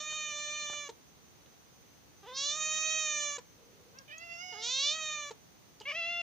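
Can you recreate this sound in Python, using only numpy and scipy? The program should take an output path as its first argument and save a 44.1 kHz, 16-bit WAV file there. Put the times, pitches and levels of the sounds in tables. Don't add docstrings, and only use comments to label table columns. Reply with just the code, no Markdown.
import sys
import numpy as np
from scipy import signal
from scipy.fft import rfft, irfft, next_fast_len
from scipy.io import wavfile
from scipy.ndimage import uniform_filter1d

SR = 44100
rng = np.random.default_rng(int(sys.argv[2]) if len(sys.argv) > 2 else 0)


def generate_wav(signal):
    frames = np.transpose(np.atleast_2d(signal))
    scaled = np.clip(frames, -1, 1) * 32767
    pcm = np.round(scaled).astype(np.int16)
    wavfile.write(sys.argv[1], SR, pcm)


N = 274292
TIME = np.arange(N) / SR
EDGE_HZ = 15500

# frequency_hz, relative_level_db
NASAL_THROAT = [(480, 2.5), (1000, 2.5), (1500, -8), (2000, -7), (2900, 5), (3600, -12), (4500, -28),
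                (6200, -27), (7200, -24), (10000, -72), (13000, -83)]
PARTED_THROAT = [(550, -24), (1100, -23.5), (1700, -35.5), (2200, -34.5), (2900, -16), (3500, 1.5),
                 (4050, 0), (4600, -1), (5200, 11.5), (6000, 4), (6700, -7), (7700, -18.5), (10000, -53),
                 (13000, -70)]
WIDE_THROAT = [(600, -11.5), (1200, -2), (1800, -1), (2430, 3), (3000, -10.5), (3650, -7), (4300, -18.5),
               (4900, -26.5), (5500, -11.5), (6100, 2), (6800, 6.5), (7450, -15.5), (8200, -39),
               (9700, -32.5), (13000, -92)]
# frequency_hz, relative_level_db
ANSWER_SHUT_THROAT = [(700, 16), (1400, 10.5), (2080, -12.5), (2780, -11), (3500, -29.5), (4300, -34),
                      (5100, -12.5), (5800, -23.5), (6600, -19), (7500, -43.5), (11000, -77)]
ANSWER_OPEN_THROAT = [(700, -18), (1380, -23), (2080, 0), (2750, 8), (3450, -1.5), (4150, -10.5),
                      (4900, -18.5), (5600, -17), (6200, -18.5), (7200, -40), (11000, -60)]
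ANSWER_HARSH_THROAT = [(550, -17), (1100, -12), (1700, -10), (2300, 1.5), (2900, -4), (3500, -11.5),
                       (4100, -23), (5200, -19), (7000, -38), (11000, -62)]
# time_s, position (0 shut, 1 open, 2 and above harsh)
ANSWER_JAW_CURVE = [(3.94, 3.4), (4.1, 0.57), (4.2, 0.048), (4.7, .1), (5.85, 2.6), (5.94, 2),
                    (5.951, 0.89)]
# time_s, harmonic_scatter (0-1)
ANSWER_HOARSE_CURVE = [(4.0, 0), (4.09, 0.6), (4.14, 0.14), (5.89, 0), (5.897, 0.53), (5.922, 0.3),
                       (5.936, 0.18), (6.22, 0.11)]
# start_s, level_db (before the swell), pitch_hz (partway through its sag)
THROAT_CATCHES = [(0.889, -37, 463), (3.38, -38.5, 483), (5.306, -38, 453), (5.806, -44, 430)]
# frequency_hz, relative_level_db
CATCH_THROAT = [(450, 3.5), (950, -0.5), (1500, -12.5), (2400, -16), (4000, -15), (5200, -19.5),
                (6800, -17), (8500, -33.5), (13000, -84)]
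# start_s, level_db (port mean, before the envelope), centre_hz, width_hz, decay_s
LIP_AND_PAW_TICKS = [(0.122, -47, 900, 1853, 0.0054), (.698, -46.5, 500, 1201, 0.0067),
                     (0.73, -49, 900, 1868, 0.011), (1.46, -55, 3000, 2500, .003),
                     (3.987, -38.5, 5480, 1000, 0.0023), (4.181, -42.5, 6430, 700, 0.0047),
                     (5.801, -46.5, 4400, 2220, .004), (5.815, -52, 2950, 404, 0.019)]
# time_s, level_db
DRONE_LEVEL = [(3.55, -77), (3.61, -65), (3.95, -67), (4.03, -95)]
# frequency_hz, relative_level_db
BACKGROUND_COLOUR = [(15, -31), (25, -23), (62, -0.5), (148, 1.5), (331, -3.5), (482, -7), (666, -8),
                     (722, -8), (1270, -11), (1450, -12.5), (4260, -15), (5580, -16), (6050, -10),
                     (7500, -24), (13600, -26.5), (14600, -16.5), (15500, -17)]
# centre_hz, width_hz, level_db (mean of the ports)
WHINE_BANDS = [(6185, 19, -72), (9340, 48, -84.5)]
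# frequency_hz, difference_db
TABBY_BALANCE = [(600, 0), (2400, -1.5), (3700, -2.5), (5000, -2.5), (6200, -5), (7200, -11), (10000, -24)]
ANSWER_BALANCE = [(700, 1), (1400, 8), (2100, -5.5), (3000, -10), (7000, -9.5)]
NEAR_ANSWER_BALANCE = [(700, 1), (2100, 1.5), (2800, 0), (4200, 2), (5500, -2), (7000, -1)]
# time_s, pitch_hz
MEOW_PITCH_1 = [(0.0, 606.5), (0.142, 615.4), (0.288, 604.6), (0.324, 593.3), (0.578, 599.2), (0.826, 587),
                (0.878, 565.5), (0.885, 585)]
MEOW_PITCH_2 = [(2.228, 408), (2.256, 388.4), (2.278, 488), (2.288, 510), (2.306, 496.6), (2.332, 517.7),
                (2.434, 568.5), (2.572, 617.4), (2.926, 629.2), (3.0, 627), (3.184, 594.5), (3.366, 575),
                (3.375, 570)]
MEOW_PITCH_3 = [(4.522, 476), (4.54, 427.5), (4.554, 399.4), (4.582, 432.1), (4.606, 433.5), (4.616, 440),
                (4.624, 456), (4.752, 525), (4.96, 633.8), (5.14, 607), (5.303, 573)]
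# part_start_s, parting_s, widen_start_s, parted_ring_db, wide_low_db, wide_ring_db, wide_edge_db
MEOW_MOVES = [(-.5, .05, -0.04, 0, -4, -3.5, -6.5), (2.328, 0.044, 2.5, 0, 0.5, -0.5, 1),
              (4.564, 0.077, 4.895, 5, -0.8, -3, -6.5)]
# time_s, pitch_hz
CHIRP_PITCH_CURVE = [(3.94, 488), (3.995, 552), (4.03, 514)]
SIDE_PITCH_CURVE = [(4.078, 605), (4.118, 608), (4.126, 626), (4.226, 678), (4.368, 682), (4.44, 728.5),
                    (4.682, 717.5), (4.696, 669), (4.71, 641.7)]
NEAR_PITCH_CURVE = [(5.852, 527), (5.886, 593), (5.916, 554), (5.932, 623), (5.98, 681), (6.03, 669),
                    (6.126, 694.6), (6.212, 692), (6.219, 670)]
# low_db, ring_db, edge_db (all before swell, throb and fade),
# swell_s, fade_s, ring_throb_db, left_lead_s
ANSWER_CALLS = [(-58, -68.5, -79, 0.034, 0.047, 5, -.00036),
                (-54.5, -46.5, -53.5, 0.33, 0.16, 5.5, -.00036),
                (-47.5, -36.5, -56, 0.032, 0.0016, 0.5, .00004)]
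# start_s, end_s
FLICKER_STRETCHES = [(.34, 0.67), (2.46, 2.5), (2.66, 2.94), (3.209, 3.34)]

# jaw (0 shut, 1 parted, 2 wide), low_db, ring_db (near 3 kHz), edge_db (near 6 kHz), hoarseness (0-1)
WHEN_SHUT = (0.45, -46, -48.5, -67.5, 0.24)
WHEN_PARTED = (1.43, -49.5, -34, -38.5, 0.19)
WHEN_WIDE = (1.78, -45, -37.5, -38.5, 0.1)
WIDENING_S, WIDENING_HOARSE = 0.1, 0.082
EASY_HZ, EFFORT_DB_PER_OCTAVE = 604, (10.5, 23.5, 8.5)
RELEASE_S, RELEASE_DB = 0.19, (-1.5, -8.5, -7)
SLUMP_AFTER_S, SLUMP_S, SLUMP_DB = 0.07, 0.037, (0.5, -7.5, -4)
GATHER_S, GATHER_DB = 0.12, -7
TREMBLE, TREMBLE_HZ = .004, 21.7
SWELL_DB, FADE_DB = (-9.5, -6.5, -30), (-2.5, -26, -26)
THROB_HZ, THROB_DECAY_S = 10.16, 0.42
BREAK_AT_S, BREAK_S, BREAK_DB = 5.937, 0.012, -14
FLICKER_HOLD_S, FLICKER_SHARE, FLICKER_RADIANS = .02, .33, 2.69


def amp(db):
    return 10 ** (np.asarray(db) / 20)


def evened(x):
    return x / np.sqrt(np.mean(abs(x) ** 2) + 1e-20)


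def read(points, hz):
    f, value = np.transpose(points)
    return np.interp(np.log(hz + 1), np.log(f + 1), value)


def follow(rows, t):
    return np.interp(t, *np.transpose(rows))


def ramp(t, start, length):
    return np.clip((t - start) / length, 0, 1)


def add(mix, start_s, sound):
    part = mix[:, max(round(start_s * SR), 0):][:, :sound.shape[-1]]
    part += sound[..., :part.shape[1]]


def waver(size, rate_hz):
    padded = next_fast_len(size)
    f = np.fft.rfftfreq(padded, 1 / SR)
    spectrum = rfft(rng.standard_normal(padded)) / (1 + (f / rate_hz) ** 4)
    return evened(irfft(spectrum, padded)[:size])


def band(size, hz, width_hz):
    f = np.fft.rfftfreq(size, 1 / SR)
    spectrum = rfft(rng.standard_normal(size)) / (1 + (2 * (f - hz) / width_hz) ** 2)
    return evened(irfft(spectrum, size))


def background_hiss():
    colour = amp(read(BACKGROUND_COLOUR, np.fft.rfftfreq(N, 1 / SR)))
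    hiss = np.array([evened(irfft(rfft(rng.standard_normal(N)) * colour, N)) for port in range(2)])
    level_db = -59.5 + 0.14 * waver(N, 12)
    return hiss * amp(level_db) * amp([[-.5], [.5]])


def whine():
    ports = [sum(amp(db) * band(N, hz, width_hz) for hz, width_hz, db in WHINE_BANDS) for port in range(2)]
    return np.array(ports) * amp([[-2], [2]])


def throat(shape, hz):
    f = np.fft.fftfreq(2048, 1 / SR)
    log_gain = np.log(amp(read(shape, abs(f))))
    response = np.conj(signal.hilbert(log_gain))
    return np.interp(hz, f[f >= 0], response[f >= 0])


def harmonics(pitch, hoarse, jitter=0.0023, scatter_hz=260, tilt=0.8):
    size = len(pitch)
    unsteady_pitch = pitch * (1 + (jitter + 0.027 * hoarse) * waver(size, 98))
    turns = np.cumsum(unsteady_pitch) / SR
    for k in range(1, int(EDGE_HZ * .75 / pitch.mean())):
        smear = waver(size, scatter_hz) + 1j * waver(size, scatter_hz)
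        scatter = hoarse * smear * (k / 10) ** tilt
        yield k * pitch, np.exp(2j * np.pi * k * turns) * (1 + scatter)


def flicker(t, hz, centre_hz=3050, width_hz=620):
    slot = ((t - t[0]) / FLICKER_HOLD_S).astype(int)
    jumped = (rng.random(size=256) < FLICKER_SHARE)[slot % 256]
    inside = sum((t > start) & (t < end) for start, end in FLICKER_STRETCHES)
    near = 1 / (1 + ((hz - centre_hz) / width_hz) ** 8)
    return uniform_filter1d(FLICKER_RADIANS * jumped * inside * near, size=120)


def meow(t, pitch, levels_db, jaw, hoarse, shapes, balance, ring_hz, jitter, left_lead_s,
         edge_hz=4750, shimmer_db=2.0, rasp_db=-22.0):
    opening = np.clip(jaw, 0, len(shapes) - 1)
    blend = [np.maximum(1 - abs(opening - i), 0) for i in range(len(shapes))]
    regions, power = np.zeros((3, 2, len(t))), np.zeros((3, len(t)))
    for hz, wave in harmonics(pitch, hoarse, jitter):
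        gain = np.exp(sum(b * throat(shape, hz) for b, shape in zip(blend, shapes)))
        gain *= amp(shimmer_db * waver(len(t), 14.8))
        above_ring, above_edge = (1 / (1 + (corner / hz) ** 24) for corner in (ring_hz, edge_hz))
        share = np.array([1 - above_ring, above_ring - above_edge, above_edge])
        half_phase = np.pi * hz * left_lead_s + flicker(t, hz) / 2
        lean = amp(read(balance, hz) / 2) * np.exp(1j * half_phase)
        partial = gain * wave
        regions += share[:, None] * np.array([(partial * lean).real, (partial / lean).real])
        power += share * abs(gain) ** 2 / 2
    drive = amp(levels_db) / np.sqrt(uniform_filter1d(power, size=900) + 1e-12)
    voice = (regions * drive[:, None]).sum(0)
    puffs = 1 + np.cos(2 * np.pi * np.cumsum(pitch) / SR)
    rasp = amp(levels_db[-1] + rasp_db) * puffs * band(len(t), 6070, 1300) * amp([[-2], [2]])
    fade = np.clip(np.minimum(t - t[0], t[-1] - t) / .004, 0, 1)
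    return t[0], (voice + rasp) * fade


def tabby():
    out = np.zeros((2, N))
    stages = np.transpose([WHEN_SHUT, WHEN_PARTED, WHEN_WIDE])
    for curve, moves in zip((MEOW_PITCH_1, MEOW_PITCH_2, MEOW_PITCH_3), MEOW_MOVES):
        part_at, part_s, wide_at, parted_ring_db, *wide_db = moves
        t = np.arange(curve[0][0], curve[-1][0], 1 / SR)
        parted, wide = ramp(t, part_at, part_s), ramp(t, wide_at, WIDENING_S)
        pitch = follow(curve, t) * (1 + TREMBLE * (1 - wide) * waver(len(t), TREMBLE_HZ))
        jaw, *levels_db, hoarse = stages @ [1 - parted, parted - wide, wide]
        levels_db = np.array(levels_db) + np.outer(wide_db, wide)
        levels_db += GATHER_DB * (1 - ramp(t, part_at - GATHER_S, GATHER_S)) ** 2
        levels_db[1] += parted_ring_db * (parted - wide)
        levels_db += np.outer(SLUMP_DB, np.exp(-((t - wide_at - SLUMP_AFTER_S) / SLUMP_S) ** 2))
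        levels_db += np.outer(EFFORT_DB_PER_OCTAVE, np.log2(pitch / EASY_HZ))
        levels_db += np.outer(RELEASE_DB, ramp(t, t[-1] - RELEASE_S, RELEASE_S) ** 2)
        hoarse = hoarse + WIDENING_HOARSE * np.sin(np.pi * wide ** 2)
        shapes = (NASAL_THROAT, PARTED_THROAT, WIDE_THROAT)
        add(out, *meow(t, pitch, levels_db, jaw, hoarse, shapes, TABBY_BALANCE,
                       ring_hz=2125, jitter=0.0011, left_lead_s=.00001))
    return out


def yard(x, t60=0.19, dull_hz=5000):
    t = np.arange(SR // 2) / SR
    sparse = rng.standard_normal((2, len(t))) * (rng.random((2, len(t))) < .06)
    taps = sparse * amp(-60 * t / t60) * (t > .004)
    taps = signal.lfilter(*signal.butter(1, min(dull_hz, SR / 3), fs=SR), taps)
    return signal.fftconvolve(x, taps / np.linalg.norm(taps[0]), axes=1)[:, :N]


def ticks(rise_s=0.00033):
    out, t = np.zeros((2, N)), np.arange(SR // 10) / SR
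    for start_s, db, hz, width_hz, decay_s in LIP_AND_PAW_TICKS:
        envelope = (1 - np.exp(-t / rise_s)) * np.exp(-t / decay_s)
        add(out, start_s, amp(db) * band(len(t), hz, width_hz) * envelope)
    return out * amp([[-1], [1]])


def catches(hold_s=0.013, sag_per_s=3.5, hoarse=1.0):
    out, t = np.zeros((2, N)), np.arange(SR // 20) / SR
    swell = (1 - np.exp(-t / 0.0036)) * np.exp(-(t / hold_s) ** 2)
    for start_s, db, pitch_hz in THROAT_CATCHES:
        pitch = pitch_hz * np.exp(-sag_per_s * (t - hold_s / 2))
        flap = sum((np.exp(throat(CATCH_THROAT, hz)) * wave).real for hz, wave in harmonics(pitch, hoarse))
        add(out, start_s, amp(db) * swell * evened(flap))
    return out


def drone():
    return amp(follow(DRONE_LEVEL, TIME)) * band(N, 464, 120)


def second_cat():
    out = np.zeros((2, N))
    shapes = (ANSWER_SHUT_THROAT, ANSWER_OPEN_THROAT, ANSWER_HARSH_THROAT)
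    curves = (CHIRP_PITCH_CURVE, SIDE_PITCH_CURVE, NEAR_PITCH_CURVE)
    balances = (ANSWER_BALANCE, ANSWER_BALANCE, NEAR_ANSWER_BALANCE)
    for curve, balance, call in zip(curves, balances, ANSWER_CALLS):
        low_db, ring_db, edge_db, swell_s, fade_s, throb_db, left_lead_s = call
        t = np.arange(curve[0][0], curve[-1][0], 1 / SR)
        age = t - t[0]
        levels_db = np.outer(SWELL_DB, 1 - ramp(age, 0, swell_s))
        levels_db += np.outer(FADE_DB, ramp(t, t[-1] - fade_s, fade_s) ** 2)
        levels_db += [[low_db], [ring_db], [edge_db]]
        levels_db[1] -= throb_db * np.cos(2 * np.pi * THROB_HZ * age) * np.exp(-age / THROB_DECAY_S)
        levels_db[1] += BREAK_DB * np.exp(-((t - BREAK_AT_S) / BREAK_S) ** 2)
        jaw, hoarse = follow(ANSWER_JAW_CURVE, t), follow(ANSWER_HOARSE_CURVE, t)
        add(out, *meow(t, follow(curve, t), levels_db, jaw, hoarse, shapes, balance,
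                       ring_hz=1690, jitter=0.0043, left_lead_s=left_lead_s))
    return out


def scene():
    cats = tabby() + ticks() + catches() + second_cat()
    return cats + amp(-16.5) * yard(cats) + background_hiss() + whine() + drone()


def record(dry):
    low_pass = signal.firwin(511, EDGE_HZ, window=("kaiser", 9), fs=SR)
    return signal.oaconvolve(dry, low_pass[None], "same")


dry = scene()
out = record(dry)
generate_wav(out)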